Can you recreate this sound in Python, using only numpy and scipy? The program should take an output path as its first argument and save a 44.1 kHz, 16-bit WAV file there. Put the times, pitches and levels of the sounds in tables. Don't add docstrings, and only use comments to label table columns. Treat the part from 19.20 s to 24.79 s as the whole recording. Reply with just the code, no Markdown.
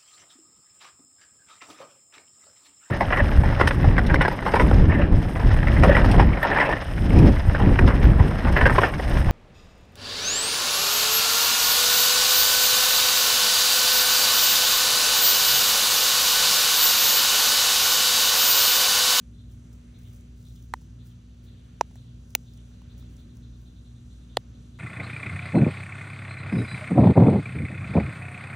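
import sys
import numpy as np
from scipy import signal
from scipy.fft import rfft, irfft, next_fast_len
from scipy.io import wavfile
from scipy.ndimage import uniform_filter1d

SR = 44100
rng = np.random.default_rng(int(sys.argv[2]) if len(sys.argv) > 2 else 0)


def invert_db(x):
    u = np.asarray(x, float) / 20
    return 10 ** u


def transcribe(signal):
    frames = np.atleast_2d(signal).T
    limited = np.clip(frames, -1, 1)
    pcm = np.round(limited * 32767).astype(np.int16)
    wavfile.write(sys.argv[1], SR, pcm)


N = 246445
T = np.arange(N) / SR
SIZE = next_fast_len(N)
BINS_HZ = np.arange(SIZE // 2 + 1) * SR / SIZE + 1e-9
OCTAVES = np.log2(BINS_HZ)


def walk(rate_hz):
    knots = np.repeat(rng.standard_normal(int(N / SR * rate_hz) + 2), 8)
    smooth = uniform_filter1d(uniform_filter1d(knots, 8), 8)
    return 1.3 * np.interp(T * rate_hz * 8, np.arange(len(knots)), smooth)


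def over_hz(table, column=1):
    rows = np.array(table, float)
    return np.interp(OCTAVES, np.log2(rows[:, 0]), rows[:, column])


def hiss(colour, flicker_db, rate_hz, source=None):
    low_hz, high_hz = colour[0][0], colour[-1][0]
    if source is None:
        source = rng.standard_normal(N)
    spectrum = rfft(source, SIZE) * invert_db(over_hz(colour))
    spectrum[(BINS_HZ < low_hz) | (BINS_HZ > high_hz)] = 0
    out = np.zeros(N)
    for octave in range(int(np.log2(low_hz)), int(np.log2(high_hz)) + 2):
        share = np.clip(1 - np.abs(OCTAVES - octave), 0, 1)
        flicker = invert_db(flicker_db * walk(rate_hz))
        out += irfft(spectrum * share, SIZE)[:N] * flicker
    return out / np.sqrt(np.mean(out ** 2))


def ports(x):
    # frequency in Hz, left minus right in dB, left lead in radians.
    port_split = [(300, 0, -.4), (550, -1, -.4), (750, -6, 0), (1100, -4, .4), (2400, 0, .2), (3300, 2, .6),
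                  (4300, 4, .1), (5500, 0, -.5), (7000, 0, -1.25), (10000, 0, -2.55), (14500, 0, -4.1),
                  (17000, 0, -5)]
    half = invert_db(over_hz(port_split) / 2) * np.exp(.5j * over_hz(port_split, column=2))
    bass_cut = np.clip((BINS_HZ - 200) / 150, 0, 1)
    top_cut = np.clip((17000 - BINS_HZ) / 900, 0, 1)
    spectrum = rfft(x, SIZE) * bass_cut * top_cut
    return np.array([irfft(spectrum * half, SIZE)[:N], irfft(spectrum / half, SIZE)[:N]])


def cooler():
    # frequency in Hz, level in dB rms, start phase in turns.
    hum = [
        (58.9, -48.5, .1),
        (117.9, -54.5, .0),
        (119.95, -55.5, .22),
        (176.6, -61.5, .3),
        (240.1, -56.5, .4),
    ]
    # frequency in Hz, density in dB per Hz.
    rumble_colour = [(20, -47.5), (35, -21), (50, -6.5), (62, -1.5), (80, -6.5), (100, -1), (150, -8.5),
                     (210, -13.5), (300, -18), (400, -28), (600, -49)]
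    # time in seconds, rumble level in dB.
    load = [(0, -55.5), (.4, -53), (.8, -55.5), (2.0, -55), (3.55, -56), (3.87, -52.5), (4.28, -52.5),
            (4.7, -55), (5.59, -53.5)]
    # time in seconds, frequency in Hz, length in seconds, level in dB.
    engine = (.87, 99, .16, -44)
    lines = np.zeros(N)
    for hz, db, turns in hum:
        lines += invert_db(db + 0.98 * walk(5)) * np.sqrt(2) * np.sin(2 * np.pi * (hz * T + turns))
    at_s, hz, length_s, db = engine
    thump = invert_db(db) * np.exp(-(2 * (T - at_s) / length_s) ** 2) * np.sin(2 * np.pi * hz * T)
    rumble_db = np.interp(T, *np.transpose(load)) + 5.5
    return lines + thump + hiss(rumble_colour, 0.99, 3.7) * invert_db(rumble_db)


def outdoors():
    # frequency in Hz, density in dB per Hz.
    mid_colour = [(300, -16.5), (400, -1), (600, -6.5), (850, -15.5), (1450, -11), (2100, -16.5),
                  (2800, -13.5), (3800, -14), (4700, -18.5), (6500, -45)]
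    side_colour = [(30, -8.5), (65, -3), (150, -5.5), (240, 0.5), (520, -5.5), (740, -2), (940, -11.5),
                   (1280, -11), (1800, -22.5), (2450, -13), (3200, -15), (5000, -19.5), (6500, -44)]
    air_colour = [(3500, -25.5), (5000, -9.5), (6300, 0.5), (7000, -5), (8500, -6), (11500, -2),
                  (14500, -18), (16000, -21), (16500, -50.5)]
    # time in seconds, half length in seconds, swell in dB.
    cars = [
        (0.754, 0.34, 3.5),
        (1.978, 0.47, 0.5),
        (2.602, 0.59, 2.5),
        (3.81, 0.466, 3.5),
        (5.398, 0.58, 2.5),
    ]
    # frequency in Hz, width in Hz, level in dB.
    tyres = (2150, 500, -78)
    near = [np.exp(-((T - s) / half_s) ** 2) for s, half_s, _ in cars]
    traffic_db = -76 + sum(share * swell_db for share, (_, _, swell_db) in zip(near, cars))
    mid = hiss(mid_colour, 1.07, 6) * invert_db(traffic_db + 5.5)
    side = hiss(side_colour, 1.2, 6) * invert_db(traffic_db + 7.0)
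    air = ports(hiss(air_colour, 1.6, 8) * invert_db(-69.5))
    hz, width_hz, whine_db = tyres
    whine_colour = [(hz - width_hz, -15), (hz, 0), (hz + width_hz, -15)]
    whine = hiss(whine_colour, 1.5, 8) * invert_db(whine_db) * near[0]
    return np.array([mid + side, mid - side]) + air + whine


def bird():
    # start in seconds, note level in dB, answer level in dB, answer start in Hz.
    phrases = [(.18, -65.5, -72, 3500), (.738, -66, -66.5, 3520), (1.247, -64, -67, 3520),
               (1.787, -66.5, -70, 3500), (2.262, -64.5, -70.5, 3570), (2.76, -65, -69.5, 3500),
               (3.26, -65, -67, 3505), (3.69, -64.5, -66, 3850), (3.977, -65.5, -69.5, 3850),
               (4.22, -65.5, -69.5, 3900), (4.45, -66.5, -68, 3860), (4.647, -66.5, -69.5, 3850),
               (4.9, -66, -70, 3850), (5.33, -68, -72, 3850), (5.54, -67, -80, 3860)]
    # start in seconds, start in Hz, end in Hz, level in dB.
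    lone_notes = [
        (.13, 3800, 3700, -70.5),
        (3.518, 3920, 4050, -70),
        (5.088, 3620, 3450, -65.5),
    ]
    note_s, rise_from_hz, rise_to_hz = .05, 3700, 3965
    answer_after_s, answer_fall_hz = .105, 231
    buzz_hz, buzz_rad, rasp_rad = 300, 1.3, 0.69
    tail_t60_s, direct_db = 0.43, 27

    notes = [(s, rise_from_hz, rise_to_hz, db) for s, db, _, _ in phrases] + list(lone_notes)
    notes += [(s + answer_after_s, hz, hz - answer_fall_hz, db) for s, _, db, hz in phrases]
    song = np.zeros(N + SR)
    rough = rasp_rad * walk(400)
    t = np.arange(int(note_s * SR)) / SR
    buzz = buzz_rad * np.sin(2 * np.pi * buzz_hz * t)
    swell = np.sin(np.pi * np.sqrt(t / note_s))
    for s, start_hz, end_hz, db in notes:
        turns = start_hz * t + (end_hz - start_hz) * t ** 2 / (2 * note_s)
        rasp = rough[int(s * SR / 2):][:len(t)]
        song[int(s * SR):][:len(t)] += invert_db(db) * np.sin(2 * np.pi * turns + buzz + rasp) * swell

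    t = np.arange(SR // 2) / SR
    echoes = rng.standard_normal((2, len(t))) * invert_db(-60 * t / tail_t60_s)
    echoes[:, 0] = invert_db(direct_db)
    echoes /= np.sqrt(np.sum(echoes ** 2, axis=1, keepdims=True))
    return invert_db(6.0) * signal.fftconvolve(song[None], echoes, axes=1)[:, :N]


def rustle():
    # frequency in Hz, density in dB per Hz.
    rustle_colour = [(2000, -15.5), (5000, -7), (8000, -5), (11500, 0), (15000, 0.5), (15900, -8),
                     (16500, -41)]
    # start in seconds, hold in seconds, level in dB.
    strokes = [(.316, .005, -76.5), (.532, .005, -79.5), (.79, .19, -77), (1.176, .25, -78),
               (1.426, .003, -73), (1.565, .04, -84), (1.616, .005, -79), (1.864, .005, -70),
               (2.244, .005, -75), (2.65, .005, -90), (2.756, .005, -77.5), (3.106, .002, -78),
               (3.19, .11, -84.5), (3.338, .005, -79), (3.486, .005, -85), (3.618, .003, -91),
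               (3.712, .005, -82), (3.788, .01, -72.5), (3.9, .05, -81), (3.992, .005, -78.5),
               (4.156, .01, -80), (4.408, .005, -82.5), (5.19, .01, -88.5)]
    grip_db_s, slip_off_db_s, resting_db = 599, 258, -103
    grain_db = 2.5 * np.repeat(rng.exponential(size=N // 40 + 1), 40)[:N]
    grains = rng.standard_normal(N) * invert_db(grain_db)
    pressure_db = np.full(N, float(resting_db))
    for s, held_s, db in strokes:
        grip_db = grip_db_s * np.maximum(s - T, 0)
        slip_db = slip_off_db_s * np.maximum(T - s - held_s, 0)
        pressure_db = np.maximum(pressure_db, db - grip_db - slip_db)
    return hiss(rustle_colour, 1.2, 16, grains) * invert_db(pressure_db + 11.0)


def add_mode(out, at_s, hz, creep_ms, t60_ms, db, way=1):
    start = int((at_s - .006) * SR)
    t = T[start:start + 1600] - at_s
    swell = np.exp(np.minimum(t, 0) / (creep_ms / 1000 + 1e-5))
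    ring = invert_db(-60 * (np.maximum(t, 0) / (t60_ms / 1000 + 1e-5)) ** 1.4)
    out[start:start + len(t)] += way * invert_db(db) * swell * ring * np.cos(2 * np.pi * hz * t)


def ticks():
    # time in seconds, peak in dB, thud relative to tick in dB, thud pitch ratio.
    taps = [(0.5294, -61, -11, 0.92), (0.7887, -60, -11, 0.92), (0.9283, -65, -12, 1),
            (0.9612, -59, -10, 1), (1.0094, -60, -11, 1), (1.285, -60, -17, 1), (1.361, -58, -14, 1),
            (1.4252, -59, -19, 1), (1.6167, -63, 2, .9), (2.712, -67, 11, .8), (2.7566, -55, 6, 0.75),
            (3.105, -57, -15, 0.8), (3.3363, -57, -15, 1.1), (3.3757, -58.5, -11, 1),
            (3.618, -64.5, 12, 1.08), (3.7802, -58, -14, 1), (3.8262, -65.5, 8, 1.26),
            (3.9674, -57, -13, 0.78), (4.155, -67, -9, 1), (4.17, -57.5, -10, 1.15)]
    # frequency in Hz, T60 in ms, level in dB.
    tick_modes = [(5660, 3, -3.5), (7300, 3.8, -5), (10570, 2.6, 4), (14750, 1.8, -2.5)]
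    thud_modes = [(960, 6, 0.5), (2600, 4.5, -9)]
    out = np.zeros(N)
    detune = 1 + 0.053 * rng.standard_normal((len(taps), 6))
    for (s, db, thud_db, pitch), shift in zip(taps, detune):
        for k, (hz, t60_ms, mode_db) in enumerate(tick_modes):
            add_mode(out, s + .0005, hz * shift[k], .2, t60_ms, db + mode_db + 5.0)
        for k, (hz, t60_ms, mode_db) in enumerate(thud_modes):
            thud_hz = hz * pitch * shift[-1 - k]
            add_mode(out, s + 0.00063, thud_hz, .4, t60_ms, db + thud_db + mode_db + 0.66)
    return out


def snaps():
    # time in seconds, dome lag in ms, shell creep in ms, dome creep in ms.
    pops = [
        (1.5384, 0.92, 0.26, 0.74),
        (2.61086, 1.08, 0.21, 0.56),
        (3.1515, 2.04, 0.22, 0.77),
        (5.1708, 1.48, 0.5, 0.64),
    ]
    pushed = [-1, -1, 1, 1]
    # frequency in Hz, T60 in ms, level in dB.
    small_in = [(393, 5.8, -34.5), (930, 6.3, -18.5), (1320, 3.7, -20.5), (1860, 7.2, -26),
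                (2390, 15.0, -56), (3160, 16, -48), (4050, 6.1, -35.8), (5800, 2.6, -37.4), (8030, 2, -30),
                (11130, 3, -30.5), (14500, 3.2, -36.5)]
    large_in = [(308, 12.3, -44), (518.2, 4.8, -15), (922.5, 8.4, -9.5), (1238, 4.6, -14),
                (1920, 14.62, -45), (2450, 5.3, -24.5), (3010, 12.7, -46), (3920, 12.3, -38.5),
                (5664, 2.4, -20), (6910, 4.7, -29), (9360, 7.8, -42), (10740, 3.45, -29.5),
                (15040, 0.914, -34)]
    small_out = [(360, 5.6, -35.5), (767, 6, -27), (1380, 5.7, -34.5), (2160, 11, -35), (2530, 2.8, -12.5),
                 (3060, 7.5, -32), (3890, 2.1, -19), (5900, 1.3, -18), (6900, 4.3, -20), (9100, 2.1, -27),
                 (10670, 1.9, -9.5), (13450, 4.1, -22), (15140, 1.7, -5)]
    large_out = [(250, 0.9, -53), (502, 10.6, -24.5), (704, 3.2, -11.5), (980, 0.9, -22.5),
                 (1820, 6.3, -21.5), (2490, 7.5, -39), (3220, 3.1, -15), (4110, 3.4, -20.5),
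                 (4800, 1.4, -23), (7300, 1.5, -25), (8800, 2.3, -24.5), (10950, 0.53, -19.5),
                 (15120, 3.9, -33)]
    dome_top_hz, rim_lag_ms, rim_hz = 1150, 0.15, 15000
    out = np.zeros(N)
    mode_sets = (small_in, large_in, small_out, large_out)
    for (s, lag_ms, shell_ms, dome_ms), modes, way in zip(pops, mode_sets, pushed):
        for hz, t60_ms, db in modes:
            if hz < dome_top_hz:
                late_ms, creep_ms = lag_ms, dome_ms
            else:
                late_ms, creep_ms = rim_lag_ms * (hz / rim_hz) ** 2, shell_ms
            add_mode(out, s + late_ms / 1000, hz, creep_ms, t60_ms, db, way)
    return out


def scatter(x):
    scatter_db, t60_s, from_hz = -15.5, .016, 800
    t = np.arange(800) / SR
    highpass = signal.butter(2, from_hz, "high", fs=SR, output="sos")
    tail = signal.sosfilt(highpass, rng.standard_normal(len(t))) * invert_db(-60 * t / t60_s)
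    tail /= np.sqrt(np.sum(tail ** 2))
    return x + invert_db(scatter_db) * signal.fftconvolve(x, tail)[:N]


def scene():
    around = cooler() + outdoors() + bird()
    toy = rustle() + ticks() + snaps()
    return around + ports(scatter(toy))


def thin_middle(stereo):
    # frequency in Hz, weakest line kept in dB.
    weakest_line = [(7000, -130), (8500, -102), (10500, -101), (11500, -95.5), (12900, -95.5),
                    (13600, -104), (14500, -112), (15800, -113), (16500, -94.5)]
    mid, side = (stereo[0] + stereo[1]) / 2, (stereo[0] - stereo[1]) / 2
    hz, _, lines = signal.stft(mid, SR, nperseg=1024)
    weakest = invert_db(np.interp(hz, *np.transpose(weakest_line), left=-200))
    kept = lines * (np.abs(lines) > weakest[:, None])
    mid = signal.istft(kept, SR, nperseg=1024)[1][:N]
    return np.array([mid + side, mid - side])


def roll_off(x):
    return signal.sosfilt(signal.butter(12, 17300, fs=SR, output="sos"), x)


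def record(dry):
    mix = thin_middle(dry)
    return roll_off(mix)


dry = scene()
out = record(dry)
transcribe(out)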